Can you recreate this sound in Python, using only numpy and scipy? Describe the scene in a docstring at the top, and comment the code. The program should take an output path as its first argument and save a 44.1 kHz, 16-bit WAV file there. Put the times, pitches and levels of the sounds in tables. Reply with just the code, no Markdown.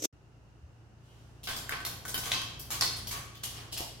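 """Dog at a steel pet gate

A small dog paws at a gate across a hard-floored room, then drops back onto the floor. Each contact
is a flurry of tiny collisions that rattles the latch and sets the steel ringing, heard mostly as
reverberation over a low appliance hum. At the start the microphone is rubbed briefly and the sound
drops out for a moment."""
import sys
import numpy as np
from scipy import signal
from scipy.fft import rfft, irfft, next_fast_len
from scipy.io import wavfile
from scipy.ndimage import uniform_filter1d, map_coordinates

SR = 44100
rng = np.random.default_rng(int(sys.argv[2]) if len(sys.argv) > 2 else 0)


def waveform_to_disk(signal):
    """Save audio, clipped to [-1, 1], as 16-bit WAV at the path in sys.argv[1]."""
    frames = np.transpose(np.atleast_2d(signal))
    scaled = np.clip(frames, -1, 1) * 32767
    samples = np.round(scaled).astype(np.int16)
    wavfile.write(sys.argv[1], SR, samples)


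N = 176400
TIME = np.arange(N) / SR
BUILD_S = .001  # attack of the room tail and of the ringing


def amp(db):
    """Decibels to gain."""
    return 10 ** (np.asarray(db) / 20)


def unit(x):
    """Scale to rms 1."""
    return x / np.sqrt(np.mean(x ** 2) + 1e-20)


def along(points, hz):
    """Read (f/Hz, value) points on a log frequency axis."""
    f, values = np.transpose(points)
    return np.interp(np.log(hz + 1), np.log(f + 1), values)


def fader(points):
    """Gain per sample from (t/s, level/dB) points."""
    return amp(np.interp(TIME, *np.transpose(points)))


def wobble(rate):
    """A smooth random curve, rate knots a second."""
    knots = rng.standard_normal(int(N * rate / SR) + 4)
    return map_coordinates(knots, [TIME * rate])


def filtered(x, response):
    """Equalise x with a gain given as a function of frequency."""
    n = x.shape[-1]
    size = next_fast_len(n + 4096)
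    return irfft(rfft(x, size) * response(np.fft.rfftfreq(size, 1 / SR)), size)[..., :n]


def minimum_phase(gain_db, size=4096):
    """Minimum-phase impulse response of a dB curve."""
    cepstrum = irfft(np.log(amp(gain_db(np.fft.rfftfreq(size, 1 / SR)))))
    cepstrum[1:size // 2] *= 2
    cepstrum[size // 2 + 1:] = 0
    return irfft(np.exp(rfft(cepstrum)))


def diffuse(count):
    """Noise from all round the room: narrow in the bass, wide in the treble."""
    # Stereo likeness: f/Hz, left-right correlation
    likeness = [(100, 0.72), (350, 0.8), (700, 0.48), (1400, 0), (3000, 0.056), (8000, 0)]

    def mid_side(hz):
        angle = np.arccos(np.clip(along(likeness, hz), -1, 1)) / 2
        return np.array([np.cos(angle), np.sin(angle)])
    mid, side = filtered(rng.standard_normal((2, count)), mid_side)
    return np.array([mid + side, mid - side])


def noise(colour):
    """Diffuse stereo noise of rms 1, coloured by (f/Hz, level/dB) points."""
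    return unit(filtered(diffuse(N), lambda hz: amp(along(colour, hz))))


def microphone_rub(width=.64):
    """A short, dry rub right at the microphone, narrowed towards the centre."""
    # Scuffs of the rub: t/s, level/dB
    envelope = [(0, -44.5), (.019, -49), (.023, -35.5), (.027, -34.5), (.037, -40.5), (.041, -29),
                (.055, -25.5), (.059, -45), (.07, -77), (.09, -120)]
    # Friction spectrum: f/Hz, level/dB
    colour = [(35, -28.5), (60, -9.5), (190, -27), (300, 3), (420, -7.5), (540, -8.5), (785, -24.5),
              (1950, -25), (3420, -15), (4420, -20.5), (6140, -3.5), (10000, -24.5), (12700, -18),
              (16000, -34)]
    rub = noise(colour)
    mid = rub.mean(axis=0)
    return fader(envelope) * unit(mid + width * (rub - mid))


def dropout(start_s=.06, end_s=.127):
    """A gain that mutes the room for a moment, with softened edges."""
    return uniform_filter1d(1.0 * ((TIME < start_s) | (TIME > end_s)), size=64)


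def room_tone(waver_db=1.5, air_db=-56.5):
    """An appliance hums in low, wavering partials over a soft bed of room air."""
    # Hum partials: f/Hz, level/dB before the swell
    partials = [(57.6, -61), (86.3, -63.5), (115.1, -57), (143.8, -66.5), (201, -75.5)]
    # Spectrum of the air: f/Hz, level/dB
    air_colour = [(20, -45.5), (44, -12), (120, -6), (168, -16.5), (380, -17), (500, -23), (800, -23),
                  (1120, -27.5), (1450, -27), (2350, -37), (2800, -29), (3250, -40), (6000, -39),
                  (10000, -50.5), (16000, -58)]
    # Rise and fall of hum and air together: t/s, gain/dB
    swell = [(.13, -4), (.9, -2.5), (1.05, -3.5), (1.5, 0.5), (2.0, 4), (3.2, 5), (3.36, -1), (3.46, 4.5),
             (4, 1)]
    hum = 0
    for hz, db in partials:
        gain = amp(db + waver_db * wobble(6.52))
        hum += gain * unit(np.sin(2 * np.pi * hz * TIME + .4 * wobble(3.39)))
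    return fader(swell) * (hum + amp(air_db) * noise(air_colour))


def bump(at_s=.64, width_s=.025, hz=76, db=-49):
    """A soft bump: a few cycles of bass that swell and fade."""
    envelope = amp(db) * np.exp(-((TIME - at_s) / width_s) ** 2)
    return envelope * unit(np.sin(2 * np.pi * hz * TIME))


def shuffle():
    """The dog rears up with a rustle that lingers faintly."""
    # The dog's movement: t/s, level/dB
    envelope = [(.95, -85), (1.06, -67), (1.2, -65), (1.42, -71), (1.6, -70)]
    # Rustle spectrum: f/Hz, level/dB
    colour = [(100, -7.5), (400, 5), (1500, -1), (2300, -4), (3000, 0.5), (3800, -3), (6000, -5),
              (12000, -13.5), (16000, -20)]
    return fader(envelope) * noise(colour)


def chatter(decay_s, ticks_per_s=600, tick_s=.002, spread_db=8):
    """The force of one contact: a first touch and a dying flurry of tiny collisions, with energy 1."""
    t = np.arange(SR // 6) / SR
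    touches = (rng.random(len(t)) < ticks_per_s / SR) * amp(spread_db * rng.standard_normal(len(t)))
    touches[0] = 2.7  # firm first touch
    touches *= np.exp(-t / decay_s)
    power = signal.lfilter([1], [1, -np.exp(-2 / (tick_s * SR))], touches ** 2)
    force = np.sqrt(power) * rng.standard_normal(len(t))
    return force / np.linalg.norm(force)


def room(force, wash, direct_db, tail_db=-1, wall_db=-16):
    """A contact heard directly, off near walls and as a tail that dies faster in the treble."""
    # Reverb time of the hard room: f/Hz, t60/s
    decay = [(150, 1), (800, 0.78), (2000, 0.73), (5000, 0.64), (9000, 0.56), (15000, 0.38)]
    hz, t, spectrum = signal.stft(wash, SR, nperseg=256)
    t60 = along(decay, hz)[:, None]
    fade = amp(-60 * t / t60) * np.sqrt(2 * np.log(1000) / (t60 * SR))  # equal energy at any t60
    tail = signal.istft(spectrum * fade, SR, nperseg=256)[1][:, :SR]
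    force = np.pad(force, (0, SR - len(force)))
    age = np.arange(SR) / SR
    fed = np.sqrt(np.cumsum((force * amp(60 * age / t60.mean())) ** 2))  # each collision feeds the tail
    heard = amp(tail_db) * tail * fed * (1 - np.exp(-age / BUILD_S))
    for side in heard:
        arrival_s = rng.uniform(0, .00025)
        echoes_s = rng.uniform(.002, .025, 6)
        side += amp(direct_db) * np.roll(force, int(arrival_s * SR))
        side += amp(wall_db) * sum(np.roll(force, int(lag * SR)) for lag in echoes_s)
    return heard


def ring(modes, t60):
    """A steel part's modes dying away, each reaching the two sides out of step."""
    t = np.arange(SR) / SR
    fade = amp(-60 * t / t60) * (1 - np.exp(-t / BUILD_S))
    hz, db = np.transpose(modes)
    turns = rng.random(len(hz)) + rng.uniform(-.2, .2, (2, len(hz)))
    strike = amp(db + rng.standard_normal((2, len(hz)))) * np.exp(2j * np.pi * turns)
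    tones = (strike @ np.exp(2j * np.pi * hz[:, None] * t)).real
    return tones * fade * np.sqrt(2) / np.linalg.norm(fade)


def struck_steel(band_db, modes, frame_db=-4.5, clank_db=5, spot_ripple_db=2.8):
    """Impulse response of a contact: its colour, the frame, the part's clank and the spot touched."""
    # Band centres of a contact's colour: f/Hz
    bands = [600, 1560, 3050, 4800, 8300, 13000]
    # Broad resonances of the frame: f/Hz, width/Hz, boost/dB
    resonances = [(713, 57, 5), (1108, 195, 4), (3250, 500, 3.5), (5410, 410, 0), (6720, 570, 0.5),
                  (11050, 1600, 4.5), (12860, 610, 6.5)]
    colour = [(130, band_db[0] + 2.5), *zip(bands, band_db)]  # the frame's thud below the bands
    grid = np.arange(0, SR / 2, 115)
    spot = spot_ripple_db * rng.standard_normal(len(grid)) * np.minimum(grid / bands[3], 1)

    def gain_db(f):
        bell = lambda hz, width: 1 / (1 + (2 * (f - hz) / width) ** 2)
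        frame = frame_db + sum(db * bell(hz, width) for hz, width, db in resonances)
        # The clank is the part's modes, damped while the parts touch.
        clank = sum(amp(db + clank_db) ** 2 * bell(hz, .028 * hz) for hz, db in modes)
        return along(colour, f) + frame + 10 * np.log10(1 + clank) + np.interp(f, grid, spot)
    return minimum_phase(gain_db)


def gate(ring_trim_db=-24, frame_ripple_db=1.4):
    """Each contact clacks and sets the struck part and the frame's dense modes ringing in the room."""
    # Contacts: t/s, part, chatter decay/s, then relative levels: direct/dB, ring/dB, six bands/dB
    contacts = [ (1.085, "rod", .05, -12, 10.5, -34, -34, -26, -37, -45, -46),
                (1.433, "rod", 0.038, -9.5, -5, -13, -20, -4.5, -2, -7.5, -10),
                (1.472, "bars", 0.0043, -8.5, 2, -1.5, 4, 6.5, 3, -13, -9),
                (1.487, "bars", .023, -8.5, -3, 3, 6.5, 1, 3.5, 0.5, -9),
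                (1.564, "bars", .01, -9, -4, 0.5, -3.5, -3.5, 3, -3, -6.5),
                (1.693, "lever", 0.0014, -1.5, -10, -11.5, 4.5, -7.5, -5.5, -8, -11),
                (1.709, "bars", .006, -7, -6, -4, 3, -7, -1, -11, -14),
                (1.723, "hinge", .003, -5, 2, -4, 9.5, 5.5, -9.5, -18, -26),
                (1.736, "hinge", .006, -7, -3, 0, 7.5, -6, -0.5, -20, -24),
                (1.803, "hinge", 0.0033, -4, -6, -9, 2, -14, -22, -14, -25),
                (1.85, "hinge", 0.0017, -8.5, -2, 2, 0, 4, 5.5, 1, 0.5),
                (2.052, "lever", .003, -5.5, -8.5, -9, 2.5, -12, -6, -7, -13),
                (2.068, "rail", 0.028, -14, -8, -1, -6, -1.5, 2.5, .5, -4),
                (2.143, "lever", 0.004, -5.5, -4, 1.5, 6, 3.5, 5, -3.5, 2),
                (2.177, "lever", 0.012, -4.5, -5, -0.5, -2, -10, 5.5, -2.5, -4.5),
                (2.236, "door", .0044, -7, -5, -5.5, -4, -0.5, -4, -3.5, -10),
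                (2.257, "rail", 0.025, -8, 1.5, 3.5, 2.5, 6.5, 4.5, -2, -6),
                (2.318, "door", .0065, -5, -2, 2.5, 9.5, 14.5, 10.5, 2, -7),
                (2.346, "door", 0.0087, -6.5, -5, -2.5, -0.5, 4.5, 9, -7, -20),
                (2.417, "door", 0.0011, -4.5, -4, -5.5, -6.5, -2, -0.5, -13, -13.5),
                (2.594, "rod", .008, -9.5, -9, -28, -20, -20, -2.5, -9.5, -5),
                (2.705, "rail", 0.0076, -10, -4, -1.5, 5.5, 4.5, 6.5, 2.5, 1),
                (2.734, "rail", 0.011, -10, -8, 0, -0.5, 2.5, 3.5, -1.5, -11),
                (2.81, "catch", 0.0033, -4, -0.5, 0.5, 6, 9.5, 16, 6, -4.5),
                (2.822, "catch", .003, -4.5, -4.5, 3, 8, -0.5, 12, -2, -9),
                (2.838, "catch", .003, -9, -8, 1, -3.5, 1.5, 8.5, -8, -4),
                (2.963, "catch", .012, -7, -4, -13, -12, -4, -10, -6.5, -12),
                (3.071, "rod", .005, -7.5, -6, -5, -13, -3, 3, -5, -3.5),
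                (3.109, "rail", .016, -12, 0.5, -5.5, 2, 4, 5, 0.5, -3),
                (3.126, "rail", 0.02, -10, 0, -0.5, 3.5, .5, -7, -12, -18),
                (3.348, "bars", 0.026, -4.5, 3.5, -38, -21, -9.5, -10, -23, -22),
                (3.433, "rod", 0.017, -9.5, 1.5, -5, -0.5, 3.5, 5.5, 4.5, -3),
                (3.54, "rod", .039, -12, -1, -4, -1.5, -3, -5.5, -13.5, -17),
                (3.718, "rod", 0.08, -7.5, -8, -4, -13, 2, 4, -2, -7.5),
                (3.767, "rod", 0.021, -4, -4, -8.5, -5, 3, 4, -11, -14),
                (3.778, "rod", .005, -7, -6, -13, -9, -7, 0, -1.5, -3.5),
                (3.805, "rod", 0.0052, -2, -4, 0, -9.5, -3, -2, -7.5, -16)]
    # Ring of each steel part: t60/s, modes as (f/Hz, relative level/dB)
    parts = { "bars": (0.58, [(1552, 1), (1683, -3), (3083, -3), (3444, -3.5)]),
             "lever": (0.6, [(1508, 4.5), (3085, 4.5), (3860, -0.5), (5550, -13)]),
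             "hinge": (0.55, [(1530, -3.5), (1980, -7), (2430, -4.5), (4280, 0)]), "door": (.8, [(1061, -1),
             (1547, -2), (2613, -1), (3123, -1), (3245, -3), (3920, 1), (6147, -5)]),
             "catch": (0.49, [(1058, -1), (1507, 0.5), (1983, -1), (2615, -2.5), (3580, -2), (4270, 0.5),
             (4371, -2), (4650, -11), (5174, -0.5), (10900, -2)]), "rail": (.9, [(1129, -2), (1234, -1),
             (1560, -4.5), (2272, -2), (6200, -2), (7100, -3.5)]), "rod": (.7, [(2915, -1.5), (3200, -4),
             (5458, -4)])}
    # Lean to the left, added there and taken off the right: f/Hz, gain/dB
    lean = [(500, -0.2), (2500, 0), (5000, 0.4), (14000, 0.6)]
    out = np.zeros((2, N + 2 * SR))
    grid = np.arange(0, SR / 2, 24)
    dense_modes = unit(amp(frame_ripple_db * rng.standard_normal(len(grid))))
    for start_s, part, decay_s, direct_db, ring_db, *band_db in contacts:
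        t60, modes = parts[part]
        force = chatter(decay_s)
        wash = filtered(diffuse(SR), lambda f: np.interp(f, grid, dense_modes))
        clack = room(force, wash, direct_db)
        ringing = amp(ring_trim_db + ring_db) * ring(modes, t60)
        hit = signal.fftconvolve(clack + ringing, struck_steel(band_db, modes)[None], axes=1)
        out[:, round(start_s * SR):][:, :hit.shape[1]] += hit
    return filtered(out[:, :N], lambda f: amp(along(lean, f) * np.array([[1], [-1]])))


def landing():
    """The dog drops back onto the floor with a dull pat."""
    # Paws meet the floor and the room answers: t/s, level/dB
    envelope = [(3.76, -90), (3.798, -49), (3.812, -44), (3.86, -49.5), (4, -71)]
    # Spectrum of the pat: f/Hz, level/dB
    colour = [(100, -31), (300, -14.5), (480, -15), (680, 1), (900, -6), (1300, -21), (4000, -44)]
    return fader(envelope) * noise(colour)


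def scene():
    """The close rub, a short silence, then dog and gate over the room tone."""
    return microphone_rub() + dropout() * (gate() + landing() + room_tone() + bump() + shuffle())


def record(dry):
    """A steep high cut takes off the very top."""
    cutoff_hz = 16100
    return filtered(dry, lambda hz: 1 / (1 + (hz / cutoff_hz) ** 120))


dry = scene()
out = record(dry)
waveform_to_disk(out)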